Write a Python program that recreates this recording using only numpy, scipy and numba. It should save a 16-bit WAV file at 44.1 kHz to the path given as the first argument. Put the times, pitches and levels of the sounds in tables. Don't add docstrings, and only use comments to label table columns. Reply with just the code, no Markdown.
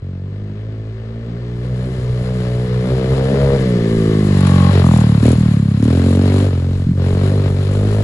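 import sys
import numpy as np
from scipy import signal
from scipy.fft import rfft, irfft, next_fast_len
from scipy.io import wavfile
from scipy.ndimage import uniform_filter1d
from numba import njit

SR = 44100
rng = np.random.default_rng(int(sys.argv[2]) if len(sys.argv) > 2 else 0)


def master(y):
    cut = np.clip(np.atleast_2d(y).T, -1, 1)
    pcm = np.round(cut * 32767)
    wavfile.write(sys.argv[1], SR, pcm.astype(np.int16))


N = 354123

# (time [s], rate [firings/s])
FIRING_RATE = [(0.0, 45.8), (0.2, 46.4), (0.38, 51.5), (0.49, 50.8), (0.65, 54.1), (0.83, 53.9),
               (1.23, 57.4), (1.32, 59.0), (1.42, 60.4), (1.58, 60.0), (1.66, 62.8), (1.76, 61.5),
               (1.9, 65.0), (2.01, 61.8), (2.16, 61.0), (2.26, 62.5), (2.42, 61.0), (2.62, 61.7),
               (2.78, 61.8), (2.874, 63.4), (2.97, 64.9), (3.04, 64.4), (3.13, 66.5), (3.266, 66.1),
               (3.33, 70.2), (3.4, 68.9), (3.566, 67.6), (3.702, 61.0), (3.84, 56.4), (4.09, 54.2),
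               (4.4, 47.3), (4.65, 45.4), (4.81, 46.6), (4.9, 41.4), (5.12, 36.3), (5.19, 34.9),
               (5.32, 42.1), (5.41, 39.6), (5.55, 35.2), (5.79, 33.1), (5.93, 43.7), (6.15, 46.2),
               (6.44, 48.8), (6.57, 43.2), (6.75, 46.5), (6.8, 46.0), (6.91, 44.2), (7.22, 47.6),
               (7.34, 49.7), (7.54, 46.8), (7.92, 52.2), (8.03, 51.6)]
# (time [s], distance from the microphone [m])
DISTANCE = [(0, 50.4), (1.35, 37), (2.3, 14.4), (3.35, 8.5), (4.1, 3.98), (4.55, 2.04), (4.87, 2.18),
            (5.15, 2.48), (5.65, 4.9), (6.35, 5.8), (6.9, 10.9), (8.03, 11.3)]
# (time [s], facing [0-1])
FACING = [(0, 0.22), (3.3, 0.52), (3.7, 0.87), (4.1, 1), (4.55, 0.03), (8.03, 0.04)]
# (time [s], aim [0-1])
PIPE_AIM = [(4.9, 0.18), (5.25, 0.8), (6.45, 0.9), (7.05, 0.31)]
# (opens [s], shuts [s], first opening [0-1], last opening [0-1],
# accent on opening [dB], accent on shutting [dB])
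THROTTLE_PULLS = [(-0.2, 1.9, .26, .27, 1, 0), (1.8, 2.9, .2, .33, -.5, 0), (2.79, 3.56, .4, .46, -2.5, -3),
                  (4.695, 4.805, .45, .42, -8, 4), (5.195, 5.335, .8, .56, 0, 4),
                  (5.775, 6.485, .52, .76, 3.5, 0), (6.45, 6.835, .48, .42, -6.5, 10),
                  (6.925, 7.48, .95, .9, 1.5, 0), (7.41, 8.16, .7, .68, -4, 0),
                  (7.69, 8.1, .85, .86, -.5, 0)]

# (frequency [Hz], level [dB])
BOOM_SPECTRUM = [(48, -57), (60, 6.5), (70, 5.5), (90, 20), (120, 19), (145, 10.5), (180, -34), (300, -109)]
OVERRUN_THUD_SPECTRUM = [(90, -39), (135, 4), (165, 7), (200, 8.5), (235, 0.5), (280, -6.5), (350, -17.5),
                         (520, -72)]
BLOWN_THUD_SPECTRUM = [(110, -43), (175, -1), (230, 5.5), (275, 3.5), (320, -7.5), (370, -18.5),
                       (520, -48.5)]
BARK_SPECTRUM = [(200, -28), (320, -13), (390, 7.5), (440, 3.5), (500, 1), (590, -2), (720, -13),
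                 (950, -23.5), (1300, -36), (2000, -83)]
CRACK_SPECTRUM = [(450, -24), (720, -0.5), (950, 3), (1200, -1), (1650, -4), (2500, -14.5), (4500, -37.5)]
# (multiple of the firing rate, level [dB])
VALVE_ORDERS = [(5, -7), (6, -1), (7, 5), (8, -1.5), (9, -2), (10, -19), (11, -20), (12, -17.5), (13, -35),
                (14, -24.5)]
# (frequency [Hz], width [Hz], level [dB])
PIPE_MODES = [(592, 30, 0), (840, 54, -3), (1110, 55, 2), (1980, 90, -11), (2260, 60, -16)]
# (time [s], pitch ratio, width ratio, level [dB])
RING_SWEEP = [(3.6, 1.17, 1.5, -46.5), (4.3, 0.97, 0.92, -42), (4.48, 1.01, 1, -29.5),
              (4.69, 0.97, 0.62, -24.5), (4.85, 1.1, 3.2, -25), (4.95, 0.75, 7.8, -29),
              (5.12, 0.92, 4.6, -38), (5.7, 1, 3.6, -49.5), (6.9, 0.86, 4, -55)]
# (frequency [Hz], level [dB])
RING_SPECTRUM = [(300, -28.5), (550, 5), (1200, 3), (1400, -13.5), (2300, -7.5), (4000, -27)]
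# (centre time [s], half length to 1/e [s], level [dB])
BOOM_SWELLS = [(0.534, 0.058, -2.5), (1.147, 0.3, -3), (1.734, 0.07, 3.5), (1.904, 0.046, -2),
               (2.116, 0.086, 5), (2.443, .04, 0), (2.566, 0.078, 3), (2.674, .03, -3), (2.764, 0.054, 4),
               (2.86, 0.035, -8), (2.942, .03, 4.5), (3.027, 0.044, -4), (3.126, .045, 4),
               (3.342, 0.032, -12), (3.445, 0.066, 4)]
# (frequency [Hz], width [Hz], level [dB])
CASE_MODES = [(1150, 90, -2), (1758, 110, 1.5), (2020, 70, -1), (2950, 140, -6.5), (3340, 57, -8),
              (3460, 54, -15), (3990, 100, -14), (4690, 80, -10.5)]

# (frequency [Hz], level [dB per Hz])
GAS_SPECTRUM = [(200, -1.5), (450, 12), (800, 0.5), (1250, 2), (1500, 1), (1800, 0.5), (2450, -3),
                (3200, -5), (3750, -5.5), (4200, -3.5), (4600, -9.5), (5100, -9.5), (5700, -16.5),
                (9000, -33)]
HISS_SPECTRUM = [(2000, -9), (4000, -3.5), (5200, -13), (6200, -8.5), (7400, -1.5), (8600, -13.5),
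                 (9700, -1), (10900, -3.5), (12000, -70)]
WIND_SPECTRUM = [(15, -1), (30, 0), (50, -1), (80, -4), (150, -12), (300, -24), (800, -45)]
# (time [s], starting level of the noise burst [dB])
KNOCKS = [(4.406, -29), (4.469, -25.5), (4.8646, -35), (4.974, -27), (5.236, -34), (5.2637, -30),
          (5.289, -28), (5.317, -24.5), (5.8409, -34), (6.1575, -33), (6.2215, -36)]
# (from [s], until [s], midrange and treble loss [dB])
TRUNKS = [(6.526, 7.023, 4), (7.54, 7.72, 0.5)]
# (time [s], level [dB])
WIND_LEVEL = [(0.15, -56), (0.21, -51.5), (4.14, -36), (4.79, -37), (4.94, -48), (7.9, -34.5)]
# (frequency [Hz], left minus right [dB])
PORT_DIFFERENCE = [(330, 0), (550, 2.5), (800, 10), (1100, 13), (2000, 8), (3600, 11), (5500, 10),
                   (7200, 0), (11000, 0)]

# (level at NEAR_M and CRUISE_HZ [dB], added by full throttle [dB],
# per doubling of distance [dB], added head-on [dB], per doubling of engine speed [dB])
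BOOM_LAW = (-11.5, 5.5, -3, -5.5, 1.5)
OVERRUN_THUD_LAW = (-11.5, 3, -2.5, -2, 2.5)
PULL_THUD_LAW = (-10, 0.5, -5, -0.5, -1)
BARK_LAW = (-26.5, 14, -5, 11, 10)
CRACK_LAW = (-43, 21, -8, 5, 18.5)
RATTLE_LAW = (-41.5, -3, -4, 4.5, 15)
GAS_LAW = (-27, 6.5, -5, -3.5, 9)
INTAKE_LAW = (-43, 11, 0.7, -23, 30)
HISS_LAW = (-39, 5, -5, -1.5, 3.5)
SCATTER_LAW = (-14, 4, 2.7, -2, 16)

NEAR_M, CRUISE_HZ = 2, 46
OPEN_S, SHUT_S = 0.059, 0.009
ACCENT_S, SHUT_ACCENT_S = 0.72, 0.11
OVERRUN_OPENING = 0.063
FIRING_LAG_CYCLES, OVERRUN_LAG_CYCLES = -0.03, 0.1126
INTAKE_LAG_CYCLES = -0.14
VALVE_AT_CYCLES, VALVE_LENGTH_CYCLES = 0.46, 0.12
BLOW_CYCLES = 0.22
UNEVEN_DB, CRACK_UNEVEN_DB = 1.37, 3
MOST_SCATTER_DB, CRACK_SCATTER = 3, 0.88
WAVER_DB = 0.57
THUD_SEESAW = 0.54
OVERRUN_BARK_DB = -7
CRACK_AIM_DB = -5.5
BROW_S, BROW_FADE_S, BROW_HZ = 1.59, 0.07, 4230
TRUNK_EDGE_S, HISS_SHADE = 0.042, 1.8
KNOCK_S = 0.0053
WIND_GAIN_DB = 5.5
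PORT_LAG_S, TOP_HZ = 0.000147, 11300


def exhaust(ride):
    overrun, facing, blown = ride["overrun"], ride["facing"], ride["blown"]
    cycles = ride["cycles"] - OVERRUN_LAG_CYCLES * overrun
    pulses = firings(cycles, UNEVEN_DB * (1 - overrun / 2), jitter_s=0.00004)
    sharp_pulses = firings(cycles, np.full(N, CRACK_UNEVEN_DB), jitter_s=0.00006)
    sources = np.array([pulses, valve_bark(cycles), sharp_pulses])
    direct_puffs, direct_valves, direct_cracks = silencer(sources, turns=1.542, corner_hz=25.85)

    swell_db = boom_swell_db()
    boom = steady(colour(direct_puffs, BOOM_SPECTRUM)) * loudness(BOOM_LAW, ride) * undb(swell_db)

    scatter = np.minimum(loudness(SCATTER_LAW, ride), undb(MOST_SCATTER_DB))
    puffs = direct_puffs + scatter * trees(direct_puffs, t60_s=0.95)
    valves = direct_valves + scatter * trees(direct_valves, t60_s=0.95)
    cracks = direct_cracks + CRACK_SCATTER * scatter * trees(direct_cracks, t60_s=0.95)

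    overrun_thud = colour(puffs, OVERRUN_THUD_SPECTRUM)
    blown_thud = colour(puffs, BLOWN_THUD_SPECTRUM)
    thud = steady((1 - blown) * overrun_thud + blown * blown_thud)
    thud = thud * undb(WAVER_DB * ride["far"] * walk(12) - THUD_SEESAW * swell_db)
    blow = (1 - overrun) * loudness(PULL_THUD_LAW, ride) * undb(ride["accent_db"])
    suck = overrun * loudness(OVERRUN_THUD_LAW, ride) * undb(ride["shut_db"])
    thud = thud * np.abs(blow - suck)

    bark = steady((1 - facing) * colour(puffs, BARK_SPECTRUM) + facing * steady(valves))
    bark = bark * loudness(BARK_LAW, ride) * undb(OVERRUN_BARK_DB * overrun * (1 - facing))
    crack = steady(colour(cracks, CRACK_SPECTRUM), size=6000) * loudness(CRACK_LAW, ride)
    crack = crack * undb(CRACK_AIM_DB * blown) * (1 - overrun)
    ring = overrun * pipe_ring(direct_puffs)
    return boom + thud + (bark + crack + ring) * ride["shade"]


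def firings(cycles, scatter_db, jitter_s):
    at = np.interp(np.arange(1, int(cycles[-1])), cycles, np.arange(N))
    chance = rng.standard_normal((len(at), 2))
    at = np.clip(at + jitter_s * SR * chance[:, 0], 0, N - 2)
    i = at.astype(int)
    size = undb(scatter_db[i] * chance[:, 1])
    return np.bincount(i, size * (1 - at + i), N) + np.bincount(i + 1, size * (at - i), N)


def silencer(pulses, turns, corner_hz):
    return shape(pulses, lambda hz: np.exp(-2j * np.pi * turns * np.log(1 + hz / corner_hz)))


def valve_bark(cycles):
    angle = (2 * np.pi * ((cycles + 0.006 * walk(30)) % 1)).astype(np.float32)
    return sum(undb(db + 1.3 * walk(9)) * np.cos(round(order) * angle) for order, db in VALVE_ORDERS)


def boom_swell_db():
    t = np.arange(N) / SR
    return sum(db * np.exp(-((t - s) / length) ** 2) for s, length, db in BOOM_SWELLS)


def pipe_ring(puffs):
    pitch, spread, db = curves(RING_SWEEP)
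    spread = np.maximum(spread, 0.5)
    ring = sum(undb(mode_db) * sweep(puffs, hz * pitch, width * spread) for hz, width, mode_db in PIPE_MODES)
    return steady(colour(ring, RING_SPECTRUM)) * undb(db)


@njit
def sweep(x, hz, width):
    y, band, low = np.empty(len(x)), 0., 0.
    for i in range(len(x)):
        g, damping = np.tan(np.pi * hz[i] / SR), width[i] / hz[i]
        v = (band + g * (x[i] + 1e-18 - low)) / (1 + g * (g + damping))
        band = 2 * v - band
        low = low + 2 * g * v
        y[i] = damping * v
    return y


def rattle(ride):
    uneven_db = np.full(N, UNEVEN_DB)
    taps = sum(firings(ride["cycles"] - at, uneven_db, jitter_s=0.0004) for at in (0, VALVE_AT_CYCLES))
    ringing = resonate(taps, CASE_MODES)
    ringing = steady(ringing + trees(ringing, t60_s=0.48), size=6000)
    return ringing * loudness(RATTLE_LAW, ride) * ride["shade"]


def gas(ride):
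    blown = ride["blown"]
    gate = strokes(ride, blow=0.69 + 0.57 * blown, clatter=0.13) / (1 + 0.25 * blown)
    noise = rng.standard_normal((2, N)) + 1.06 * rng.standard_normal(N)
    rasp = colour(gate * noise, GAS_SPECTRUM)
    hidden = shape(rasp, lambda hz: 1 / np.sqrt(1 + (hz / BROW_HZ) ** 4))
    rasp = hidden + ride["in_sight"] * (rasp - hidden)
    return rasp * loudness(GAS_LAW, ride) * ride["shade"] * undb(1.1 * walk(25))


def strokes(ride, blow, clatter):
    phase = ride["cycles"] % 1
    valve_swell = np.exp(-((phase - VALVE_AT_CYCLES) / VALVE_LENGTH_CYCLES) ** 2)
    return 1 + blow * np.exp(-phase / BLOW_CYCLES) + clatter * valve_swell


def intake(ride):
    gulps = np.sqrt(2) * np.sin(2 * np.pi * (ride["cycles"] - INTAKE_LAG_CYCLES))
    return gulps * loudness(INTAKE_LAW, ride) * undb(walk(5.6))


def running_gear(ride):
    grit = (rng.random(N) < 200 / SR) * rng.standard_normal(N)
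    grit = grit * undb(0.63 * np.minimum(rng.exponential(size=N), 4))
    noise = rng.standard_normal((2, N)) + 0.51 * rng.standard_normal(N)
    load = ride["opening"] * (1 - ride["facing"])
    noise = noise * strokes(ride, blow=1.3 * load, clatter=1.3 * load) / (1 + load / 2)
    hiss = colour(noise + 6 * grit, HISS_SPECTRUM) * loudness(HISS_LAW, ride) * undb(2.0 * walk(35))
    hiss = hiss * ride["in_sight"] * ride["shade"] ** HISS_SHADE
    strikes = np.zeros(N)
    for s, start_db in KNOCKS:
        strikes[int(s * SR)] += undb(start_db)
    decay = signal.lfilter([1], [1, -np.exp(-1 / (KNOCK_S * SR))], strikes)
    return hiss + decay * colour(rng.standard_normal((2, N)), HISS_SPECTRUM)


def trees(x, t60_s):
    t = np.arange(SR // 2) / SR
    tail = rng.standard_normal((2, len(t))) * undb(-60 * t / t60_s) * (1 - np.exp(-t / 0.012))
    tail /= np.sqrt(np.sum(tail ** 2, axis=1, keepdims=True))
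    mid, side = signal.oaconvolve(x[None], tail, axes=1)[:, :N]
    side = shape(side, lambda hz: gain_at(hz, [(150, -38), (350, -20), (700, -8)]))
    both = mid + side * np.array([[1], [-1]])
    return shape(both, lambda hz: gain_at(hz, [(100, -9), (250, -4), (450, 0)]))


def wind():
    db, = curves(WIND_LEVEL)
    eddies = rng.standard_normal(N) + 0.07 * rng.standard_normal((2, N))
    gusts_db = 2.5 * walk(6)
    return colour(eddies, WIND_SPECTRUM) * undb(db + WIND_GAIN_DB + gusts_db)


def riding():
    (rate_hz,), (facing,), (aim,) = curves(FIRING_RATE), curves(FACING), curves(PIPE_AIM)
    far, = curves([(s, np.log2(m / NEAR_M)) for s, m in DISTANCE])
    opening, accent_db, shut_db = throttle()
    overrun = np.exp(-opening / OVERRUN_OPENING)
    in_sight = 1 / (1 + np.exp((BROW_S - np.arange(N) / SR) / BROW_FADE_S))
    return dict(cycles=np.cumsum(rate_hz) / SR - FIRING_LAG_CYCLES,
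                revs=np.log2(rate_hz / CRUISE_HZ), far=far, facing=np.clip(facing, 0, 1),
                opening=opening, accent_db=accent_db, shut_db=shut_db, overrun=overrun,
                blown=np.clip(aim, 0, 1) * (1 - overrun), shade=trunk_shade(), in_sight=in_sight)


def throttle():
    t = np.arange(N) / SR
    opening, accent_db, shut_db = np.zeros((3, N))
    for start, end, first, last, on_db, off_db in THROTTLE_PULLS:
        since_open, since_shut = np.maximum(t - start, 0), np.maximum(t - end, 0)
        twist = np.interp(t, [start, end], [first, last]) * np.minimum(since_open / OPEN_S, 1) ** 2
        opening = np.maximum(opening, twist * np.exp(-since_shut / SHUT_S))
        accent_db = np.where(t < start, accent_db, on_db * np.exp(-since_open / ACCENT_S))
        shut_db = np.where(t < end, shut_db, off_db * np.exp(-since_shut / SHUT_ACCENT_S))
    return opening, *uniform_filter1d(np.array([accent_db, shut_db]), size=2000)


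def trunk_shade():
    t = np.arange(N) / SR
    shade_db = np.zeros(N)
    for start, end, loss_db in TRUNKS:
        behind = (np.tanh((t - start) / TRUNK_EDGE_S) - np.tanh((t - end) / TRUNK_EDGE_S)) / 2
        shade_db -= loss_db * behind
    return undb(shade_db)


def loudness(law, ride):
    base, pull, far, facing, revs = law
    db = base + pull * ride["opening"] + far * ride["far"]
    return undb(db + facing * ride["facing"] + revs * ride["revs"])


def undb(db):
    return np.exp(np.asarray(db) * (np.log(10) / 20))


def curves(table):
    s, *columns = np.transpose(table)
    return [np.interp(np.arange(N) / SR, s, c) for c in columns]


def gain_at(hz, points):
    f, db = np.transpose(points)
    return undb(np.interp(np.log(hz + 1), np.log(f), db))


def shape(x, response):
    size = next_fast_len(N + SR // 2)
    return irfft(rfft(x, size) * response(np.fft.rfftfreq(size, 1 / SR)), size)[..., :N]


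def resonate(x, modes):
    def response(hz):
        return sum(undb(db) * 1j * hz * w / (f ** 2 - hz ** 2 + 1j * hz * w) for f, w, db in modes)
    return shape(x, response)


def colour(x, points):
    y = shape(x, lambda hz: gain_at(hz, points))
    return y / np.std(y)


def steady(x, size=3000):
    power = np.mean(np.atleast_2d(x) ** 2, axis=0)
    power = uniform_filter1d(uniform_filter1d(power, size), size)
    return x / np.sqrt(power + 1e-9)


def walk(rate):
    k = int(SR / rate)
    steps = np.repeat(rng.standard_normal(N // k + 1), k)
    y = uniform_filter1d(uniform_filter1d(steps, k), k)[:N]
    return y / np.std(y)


def scene():
    ride = riding()
    return exhaust(ride) + rattle(ride) + gas(ride) + intake(ride) + running_gear(ride) + wind()


def record(dry):
    left = shape(dry[0], lambda hz: 2 / (1 + 1 / gain_at(hz, PORT_DIFFERENCE)))

    def right_port(hz):
        lag_s = PORT_LAG_S * hz / (hz + 90)
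        return 2 / (1 + gain_at(hz, PORT_DIFFERENCE)) * np.exp(-2j * np.pi * hz * lag_s)

    both = np.array([left, shape(dry[1], right_port)])
    rounded = both / (1 + both ** 8) ** (1 / 8)
    return signal.sosfilt(signal.ellip(10, 0.2, 80, TOP_HZ, fs=SR, output="sos"), rounded)


dry = scene()
out = record(dry)
master(out)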